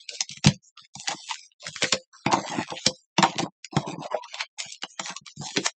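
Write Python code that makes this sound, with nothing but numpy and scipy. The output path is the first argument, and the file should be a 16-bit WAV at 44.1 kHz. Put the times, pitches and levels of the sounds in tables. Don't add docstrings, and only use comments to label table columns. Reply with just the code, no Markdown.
import sys
import numpy as np
from scipy import signal
from scipy.fft import rfft, irfft, next_fast_len
from scipy.io import wavfile
from scipy.ndimage import uniform_filter1d, map_coordinates

SR = 44100
rng = np.random.default_rng(int(sys.argv[2]) if len(sys.argv) > 2 else 0)


def waveform_to_disk(signal):
    frames = np.transpose(np.atleast_2d(signal))
    scaled = np.clip(frames, -1, 1) * 32767
    samples = np.round(scaled).astype(np.int16)
    wavfile.write(sys.argv[1], SR, samples)


N = 254016
TOP_HZ = 9600
T = np.arange(SR // 4) / SR
HZ = np.fft.rfftfreq(len(T), 1 / SR)


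def amp(db):
    return 10 ** (np.asarray(db) / 20)


def unit(x):
    return x / np.sqrt(np.mean(x ** 2) + 1e-20)


def crest(x, size):
    return x / np.sqrt(uniform_filter1d(x ** 2, size, mode="constant").max() + 1e-20)


def along(points, hz):
    f, v = np.transpose(points)
    return np.interp(np.log(hz + 1), np.log(f), v)


def filtered(x, gain):
    size = next_fast_len(N + SR // 2)
    return irfft(rfft(x, size) * gain(np.fft.rfftfreq(size, 1 / SR)), size)[:N]


def causal(x, db):
    size = len(T)
    cepstrum = irfft(np.log(amp(db) + 1e-6), size)
    cepstrum[1:size // 2] *= 2
    cepstrum[size // 2:] = 0
    return irfft(rfft(x) * np.exp(rfft(cepstrum)), size)


def add(track, s, x):
    start = max(0, round(s * SR))
    track[start:start + len(x)] += x[:max(0, N - start)]


def wobble(rate):
    knots = rng.standard_normal(int(N * rate / SR) + 4)
    return map_coordinates(knots, [np.arange(N) * rate / SR])


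def shifting(x, depth_db, width_hz, life):
    hz, t, z = signal.stft(x, SR, nperseg=512)
    knots = rng.standard_normal(size=(400, 600))
    places = np.meshgrid(hz / width_hz, t / life, indexing="ij")
    field = map_coordinates(knots, places, order=1, mode="wrap")
    gain = amp(depth_db * np.tanh(unit(field)))
    return unit(signal.istft(z * gain, nperseg=512)[1][:N])


def friction(spectrum, slips, smooth, uneven_db, uneven_rate):
    grains = unit((rng.random(N) < slips / SR) * rng.standard_normal(N))
    rub = grains + smooth * rng.standard_normal(N)
    force = rub * amp(uneven_db * wobble(uneven_rate))
    return unit(filtered(force, lambda hz: amp(along(spectrum, hz))))


def stroke(start, length, attack, release, swell_db=0):
    t = np.arange(N) / SR - start
    hold = amp(swell_db * (np.clip(t / length, 0, 1) - .5))
    return np.clip(t / attack, 0, 1) * hold * np.exp(-np.maximum(t - length, 0) / release)


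# f/Hz, t60/s
ROOM_DECAY = [(100, .15), (300, .15), (800, .07), (2000, .1), (5000, .1), (9000, .08)]


def room(x, build=0.0014):
    out = np.zeros(N)
    for start in range(0, N, len(T)):
        hz, t, z = signal.stft(rng.standard_normal(len(T)), SR, nperseg=256)
        decay = amp(-60 * t / along(ROOM_DECAY, hz)[:, None])
        tail = signal.istft(z * decay, SR, nperseg=256)[1][:len(T)]
        tail = tail * (1 - np.exp(-T / build))
        piece = x[start:start + len(T)]
        add(out, start / SR, signal.fftconvolve(piece, tail / np.linalg.norm(tail)))
    return out


# t/s, level/dB
HAND_BUMPS = [(0.303, -43), (0.371, -46), (.462, -8.5), (0.818, -51), (0.961, -39.5), (1.683, -40.5),
              (1.757, -46), (4.659, -46), (5.213, -47.5), (5.371, -37), (5.398, -30.5), (5.573, -37)]
# f/Hz, level/dB before scatter, t60/s
FRAME_MODES = [(73.5, -15, .11), (106.9, -5, .1), (147.8, 4.5, .11), (188.7, -2, .11), (271.5, -13, .07)]


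def bumps(attack=0.0015, scatter_db=1):
    out = np.zeros(N)
    for s, db in HAND_BUMPS:
        boom = np.zeros(len(T))
        for hz, mode_db, t60 in FRAME_MODES:
            level_db = mode_db + scatter_db * rng.standard_normal()
            boom += amp(level_db - 60 * T / t60) * np.sin(2 * np.pi * hz * T)
        boom *= (1 - np.exp(-T / attack)) ** 2
        add(out, s, amp(db) * crest(boom, size=440))
    return out


# t/s at the start, length/s, rasp level/dB, desk judder re the rasp/dB, swell over the stroke/dB
PACKET_DRAGS = [(0.135, 0.038, -56, 2, -3), (0.992, 0.066, -46.5, -31, -5), (1.1, .03, -34.5, -13, 3),
                (1.162, 0.036, -49, -35, 1.5), (1.623, 0.068, -44, -4, -1.5), (2.275, .115, -28.5, -1, 4),
                (2.406, .08, -38, -20, 13.5), (2.496, 0.11, -31.5, 1.5, 4.5), (2.672, 0.053, -36, -3.5, 3),
                (2.738, 0.052, -46, -26.5, -4.5), (2.88, .035, -48, 9, -0.5), (3.25, 0.079, -33, -1, -18.5),
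                (3.333, .13, -39, 2, 7.5), (3.722, 0.24, -39.5, -4, 2), (3.86, 0.084, -56, 7.5, 8.5),
                (3.977, 0.074, -40, -3, -1), (4.035, 0.033, -40, -19, 6), (4.099, 0.049, -34, -13.5, 14.5),
                (4.306, 0.13, -46.5, -28, -1), (4.574, 0.091, -43.5, -22, -6),
                (5.03, 0.097, -47, -0.5, 4.5), (5.406, 0.1, -42, -6, -7)]
# f/Hz, level/dB
RASP_SPECTRUM = [(200, -44), (420, -10), (600, -1.5), (850, 2.5), (1050, -3), (1350, -14), (2200, -15),
                 (4000, -46)]
# f/Hz, level/dB
JUDDER_SPECTRUM = [(30, -61.5), (80, -25.5), (120, -9), (175, 4), (240, -5), (310, 2), (420, -15.5),
                   (800, -50)]


def drags(attack=0.0083, release=0.013):
    rasp = friction(RASP_SPECTRUM, slips=400, smooth=1.0, uneven_db=1.0, uneven_rate=48)
    rasp = shifting(rasp, depth_db=9.5, width_hz=129.1, life=0.03)
    judder = friction(JUDDER_SPECTRUM, slips=150, smooth=0.26, uneven_db=8.0, uneven_rate=46)
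    out = np.zeros(N)
    for s, length, db, judder_db, swell_db in PACKET_DRAGS:
        push = stroke(s, length, attack, release, swell_db)
        out += amp(db) * push * (rasp + amp(judder_db) * judder)
    return out


# t/s at the start, length/s, level/dB, brightness/dB (treble over bass), swell over the stroke/dB
CARD_GLIDES = [(0, 0.079, -48.5, -9.5, -11), (0.086, 0.21, -46, -10, -9.5), (0.306, 0.02, -39, -3.5, 5.5),
               (0.358, 0.077, -47, 0.5, -7), (0.489, 0.054, -40, -10.5, -4), (0.617, 0.068, -59.5, 18, 4),
               (0.77, 0.082, -48.5, -17.5, 1.5), (0.934, 0.1, -41.5, 4.5, 7),
               (1.146, 0.15, -40.5, 6.5, 4.5), (1.29, 0.19, -41.5, 0, -11), (1.594, 0.096, -42.5, -4, 14.5),
               (1.725, 0.17, -39.5, -5.5, 8.5), (1.962, 0.085, -48, -8, -14), (2.127, 0.12, -49.5, -3, -6),
               (2.31, 0.23, -39.5, -1.5, -11), (2.459, 0.17, -36, -12, 0.5), (2.669, 0.17, -42, -4, 5.5),
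               (2.892, 0.16, -49.5, 6, -13), (3.248, 0.13, -40.5, -12.5, -14),
               (3.381, 0.046, -34, -4, -3.5), (3.711, 0.11, -43.5, -10.5, 4.5),
               (3.861, 0.063, -39.5, -5, 6.5), (3.978, 0.066, -45.5, -7, 13.5),
               (4.106, 0.077, -46.5, -14, -2.5), (4.22, 0.205, -47, -19.5, 9),
               (4.583, 0.19, -38, -2.5, -15), (4.868, 0.06, -46, 1.5, 5.5), (4.955, 0.042, -50.5, -21, 11),
               (5.022, 0.078, -39, 9.5, 8), (5.255, 0.057, -44.5, 5, 1), (5.361, 0.11, -38.5, 5, 15.5),
               (5.481, 0.22, -41.5, -2, -12.5)]
# f/Hz, level/dB
HISS_SPECTRUM = [(300, -45), (1000, -18), (1500, -8.5), (2400, -2), (3500, 0), (5500, -1.5), (7200, -3),
                 (9000, -6), (12000, -37.5)]
# f/Hz, level/dB
EDGE_SPECTRUM = [(150, -47), (500, -14), (1200, -10.5), (2200, 2.5), (3500, 5.5), (5500, 2), (7500, -4.5),
                 (9000, -5), (12000, -35.5)]


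def glides(attack=0.0049, release=0.02, tick_db=-7, ticks_per_s=70):
    hiss = friction(HISS_SPECTRUM, slips=800, smooth=1.0, uneven_db=0.5, uneven_rate=140)
    hiss = shifting(hiss, depth_db=10.5, width_hz=220, life=.05)
    ticks = friction(EDGE_SPECTRUM, slips=ticks_per_s, smooth=0, uneven_db=5.0, uneven_rate=16)
    faces = hiss + amp(tick_db) * ticks
    dull = filtered(faces, lambda hz: 1 / (1 + (hz / 4200) ** 4))
    bright = faces - dull
    out = np.zeros(N)
    for s, length, db, bright_db, swell_db in CARD_GLIDES:
        tinted = dull * amp(-bright_db / 2) + bright * amp(bright_db / 2)
        out += amp(db) * stroke(s, length, attack, release, swell_db) * tinted
    return out


# t/s at the crest, level/dB before trim and roughness, rise/s, fall/s, centre f/Hz, width/octaves
CARD_SCUFFS = [(.1, -41.5, 0.014, 0.02, 510, 0.2), (.147, -33.5, .02, .018, 4350, 0.66),
               (0.795, -44.5, .013, 0.004, 1248, 0.064), (1.117, -26.5, .03, 0.017, 3194, 1.15),
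               (1.312, -24.5, .015, 0.0062, 2990, 0.5), (1.313, -25, .008, 0.0032, 985, 0.19),
               (1.828, -20, .008, 0.021, 2910, 2.6), (1.93, -26.5, .002, 0.015, 1812, 1.1),
               (2.141, -46.5, .009, 0.065, 1285, 0.36), (2.629, -31, .03, 0.0087, 2080, .27),
               (2.776, -27, .01, 0.005, 2710, 0.41), (2.861, -23.5, .0057, 0.0075, 3844, 2.7),
               (3.892, -26.5, .014, 0.015, 316, 0.19), (4.052, -29.5, .0061, 0.011, 680, 0.23),
               (4.144, -35, 0.0099, 0.0062, 1720, 0.38), (4.147, -14.5, 0.0059, 0.0034, 648, 0.053),
               (4.189, -36.5, .016, 0.054, 958, 0.053), (4.258, -35, 0.0044, 0.0051, 1186, 0.11),
               (4.411, -19.5, .013, 0.0057, 2650, 0.76), (4.411, -33.5, .017, 0.0088, 980, 0.25),
               (5.102, -34, .035, 0.026, 1300, 0.91), (5.168, -38, .0056, 0.0063, 1110, 0.12),
               (5.276, -45, 0.024, 0.021, 1286, 0.81), (5.666, -14, .011, 0.0022, 4870, 1.44),
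               (5.665, -25.5, .013, 0.0016, 960, 1.2), (5.579, -24, 0.0062, 0.012, 360, 0.11)]


def scuffs(trim_db=-1, rough_db=3):
    out = np.zeros(N)
    lead = T[-1] / 2
    for s, db, rise, fall, hz, width in CARD_SCUFFS:
        band = np.exp(-.5 * (np.log2((HZ + 1) / hz) / width) ** 2)
        rub = irfft(rfft(rng.standard_normal(len(T))) * band, len(T))
        swell = np.exp(np.minimum((T - lead) / rise, (lead - T) / fall))
        add(out, s - lead, amp(db + trim_db) * crest(rub * swell, size=220))
    return out * amp(rough_db * wobble(400))


# t/s, level/dB before trim, hardness/dB per octave, boost of the hollow spot/dB
DESK_BLOWS = [(.207, -36, 9.5, -18), (0.446, -24, 1, -4.5), (.47, -17.5, -0.5, 4), (0.954, -39, 16.5, -8.5),
              (1.085, -29, 9.5, -11.5), (1.832, -22.5, 0.5, 13.5), (1.931, -23.5, 2, 12.5),
              (2.262, -16, 2, -11), (2.321, -19, 12, -16), (2.333, -12, 10.5, -26.5), (2.373, -26, 5, -9),
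              (2.541, -33.5, 2, -1.5), (2.589, -32.5, -15, -2), (2.717, -27, 5, 6.5),
              (2.867, -18.5, -2, 11), (3.183, -13.5, 2, -18.5), (3.228, -12, 10, -24.5),
              (3.237, -14, 9.5, -12), (3.391, -21.5, 3, 1), (3.43, -32.5, -4.5, -1), (3.765, -13, 0, -13),
              (4.836, -34, 9.5, 0.5), (4.995, -30, 5.5, -2), (5.573, -22, -4, 4), (5.659, -28, 15, -9)]
# f/Hz, level/dB before blow and scatter, t60/s
DESK_MODES = [(129.1, -20, 0.17), (150.6, 7, 0.096), (193.4, 7.5, 0.13), (298, 4.5, 0.048), (339, 1, 0.13),
              (517.6, -1.5, 0.19), (664, -2.5, 0.14), (660, -6, 0.01), (793, 1.5, 0.076), (913, -1, 0.064),
              (1042, -3.5, 0.052), (1133, -7.5, 0.05), (1504, -7.5, 0.013), (2120, -7, 0.038)]
TILT_RANGE = [158, 840]
HOLLOW_HZ, HOLLOW_OCTAVES = 500, 0.27


def blow_drive(hz, hardness_db, hollow_db):
    tilt = hardness_db * np.log2(np.clip(hz, *TILT_RANGE) / HOLLOW_HZ)
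    peak = np.exp(-.5 * (np.log2((hz + 1) / HOLLOW_HZ) / HOLLOW_OCTAVES) ** 2)
    return tilt + hollow_db * peak


def knocks(trim_db=-1, attack=0.00079, scatter_db=2.5, detune=0.0064, clatter=0.56, clatter_t60=.09,
           bass_cut_db=40, treble_cut_db=36):
    out = np.zeros(N)
    hz, mode_db, t60 = np.transpose(DESK_MODES)
    low, high = TILT_RANGE
    edges = along([(50, -bass_cut_db), (low, 0), (high, 0), (3000, -treble_cut_db)], HZ)
    for s, db, hardness_db, hollow_db in DESK_BLOWS:
        level_luck, pitch_luck, phase_luck = rng.standard_normal((3, len(DESK_MODES), 1))
        level_db = blow_drive(hz, hardness_db, hollow_db) + mode_db
        strength = amp(level_db[:, None] + scatter_db * level_luck)
        pitch = hz[:, None] * (1 + detune * pitch_luck)
        swing = np.sin(2 * np.pi * pitch * T + np.pi * phase_luck)
        ring = np.sum(strength * swing * amp(-60 * T / t60[:, None]), axis=0)
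        noise = rng.standard_normal(len(T)) * amp(-60 * T / clatter_t60)
        rattle = causal(noise, blow_drive(HZ, hardness_db, hollow_db) + edges)
        blow = crest(ring, size=440) + clatter * crest(rattle, size=440)
        blow *= 1 - np.exp(-T / attack)
        add(out, s, amp(trim_db + db) * crest(blow, size=440))
    return out


# t/s at the crack, level/dB before trim, tilt/dB per octave
EDGE_SNAPS = [(0.092, -20.5, 1), (.2078, -11.5, 3), (0.2941, -24.5, 3), (0.315, -29, 2.5), (.3728, -31, -4),
              (0.4445, -14, -2.5), (0.4517, -16, -0.5), (.4585, -18, 3), (0.4723, -5.5, 1.5),
              (0.795, -35, -7.5), (0.9544, -28, 7.5), (1.076, -19.5, -3), (1.083, -13.5, 1.5),
              (1.357, -32.5, -3.5), (1.5185, -37.5, -5), (1.6679, -22, -3), (1.6802, -26.5, 14.5),
              (1.7621, -23.5, -6), (1.8232, -14, -9.5), (1.8317, -11, 3.5), (1.8427, -12, -10),
              (1.9255, -7.5, 7), (1.9281, -12, -8), (2.2638, -15.5, -11.5), (2.3201, -21.5, -5),
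              (2.3287, -16.5, 2), (2.3342, -19.5, -6), (2.705, -26, -2), (2.8622, -38, -4),
              (2.8653, -4, 4.5), (3.1837, -11, -8), (3.2274, -9, -6), (3.2279, -14.5, 10.5),
              (3.2383, -12.5, -7.5), (3.391, -18.5, 3.5), (3.6469, -24.5, 0.5), (3.7672, -17.5, -1),
              (4.065, -37, -0.5), (4.2412, -32, -8), (4.2863, -39.5, -5), (4.3437, -22, -5.5),
              (4.591, -29.5, 16), (4.6029, -19.5, 2), (4.7242, -24.5, 15), (4.8235, -27.5, 0),
              (4.835, -19, -3.5), (4.997, -18, -3), (5.0598, -23.5, -2), (5.0954, -26, -2),
              (5.166, -23.5, 3.5), (5.266, -30, 2), (5.28, -31, -5.5), (5.564, -20.5, -3),
              (5.5716, -10.5, -4.5)]


def snaps(trim_db=1, rise=0.00091, fall=0.0013, second_db=-18, second_fall=0.0012, colour_db=3.0,
          catch_db=-28, catch=0.01):
    out = np.zeros(N)
    lead = .02
    before, after = np.maximum(lead - T, 0), np.maximum(T - lead, 0)
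    climb = np.exp(-before / rise) + amp(catch_db) * np.exp(-before / catch)
    drop = np.exp(-after / fall) + amp(second_db) * np.exp(-after / second_fall)
    for s, db, tilt_db in EDGE_SNAPS:
        burst = rng.standard_normal(len(T)) * climb * drop
        grip = np.interp(HZ, np.linspace(0, TOP_HZ, 40), rng.standard_normal(40))
        tilt = tilt_db * np.log2(np.clip(HZ, 1500, 8000) / 4000)
        colour = along(EDGE_SPECTRUM, HZ) + tilt + colour_db * grip
        add(out, s - lead, amp(db + trim_db) * crest(causal(burst, colour), size=66))
    return out


def scene(card_room_db=-6, desk_room_db=-12):
    cards = snaps() + scuffs()
    desk = knocks() + glides() + drags() + bumps()
    send = amp(card_room_db) * cards + amp(desk_room_db) * desk
    return (cards + desk + room(send))[None]


# f/Hz, level/dB
SUPPRESSOR_THRESHOLD = [(100, -62.5), (400, -55.5), (1000, -62.5), (1500, -59.5), (3000, -61.5),
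                        (8000, -72)]


def suppress(x, depth_db=-36):
    hz, t, z = signal.stft(x, SR, nperseg=512)
    power = uniform_filter1d(np.abs(z) ** 2, size=2, axis=0)
    power = uniform_filter1d(power, size=5, axis=1)
    threshold = amp(along(SUPPRESSOR_THRESHOLD, hz))[:, None] ** 2
    margin = (power / threshold) ** 3
    gain = np.maximum(margin / (1 + margin), amp(depth_db))
    return signal.istft(z * gain, nperseg=512)[1][:N]


# f/Hz, level/dB
MIC_RESPONSE = [(1000, -1.5), (4000, -5.5), (7400, -1.5), (8200, -10), (8800, -24.5), (9600, -51.5)]


def record(dry, self_noise_db=-74, low_cut_hz=72):
    hissy = dry[0] + amp(self_noise_db) * rng.standard_normal(N)
    clean = np.clip(suppress(hissy), -1, 1)
    low_cut = signal.butter(3, low_cut_hz, "highpass", fs=SR, output="sos")
    clean = signal.sosfilt(low_cut.repeat(2, axis=0), clean)
    return filtered(clean, lambda hz: amp(along(MIC_RESPONSE, hz)) * (hz < TOP_HZ))[None]


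dry = scene()
out = record(dry)
waveform_to_disk(out)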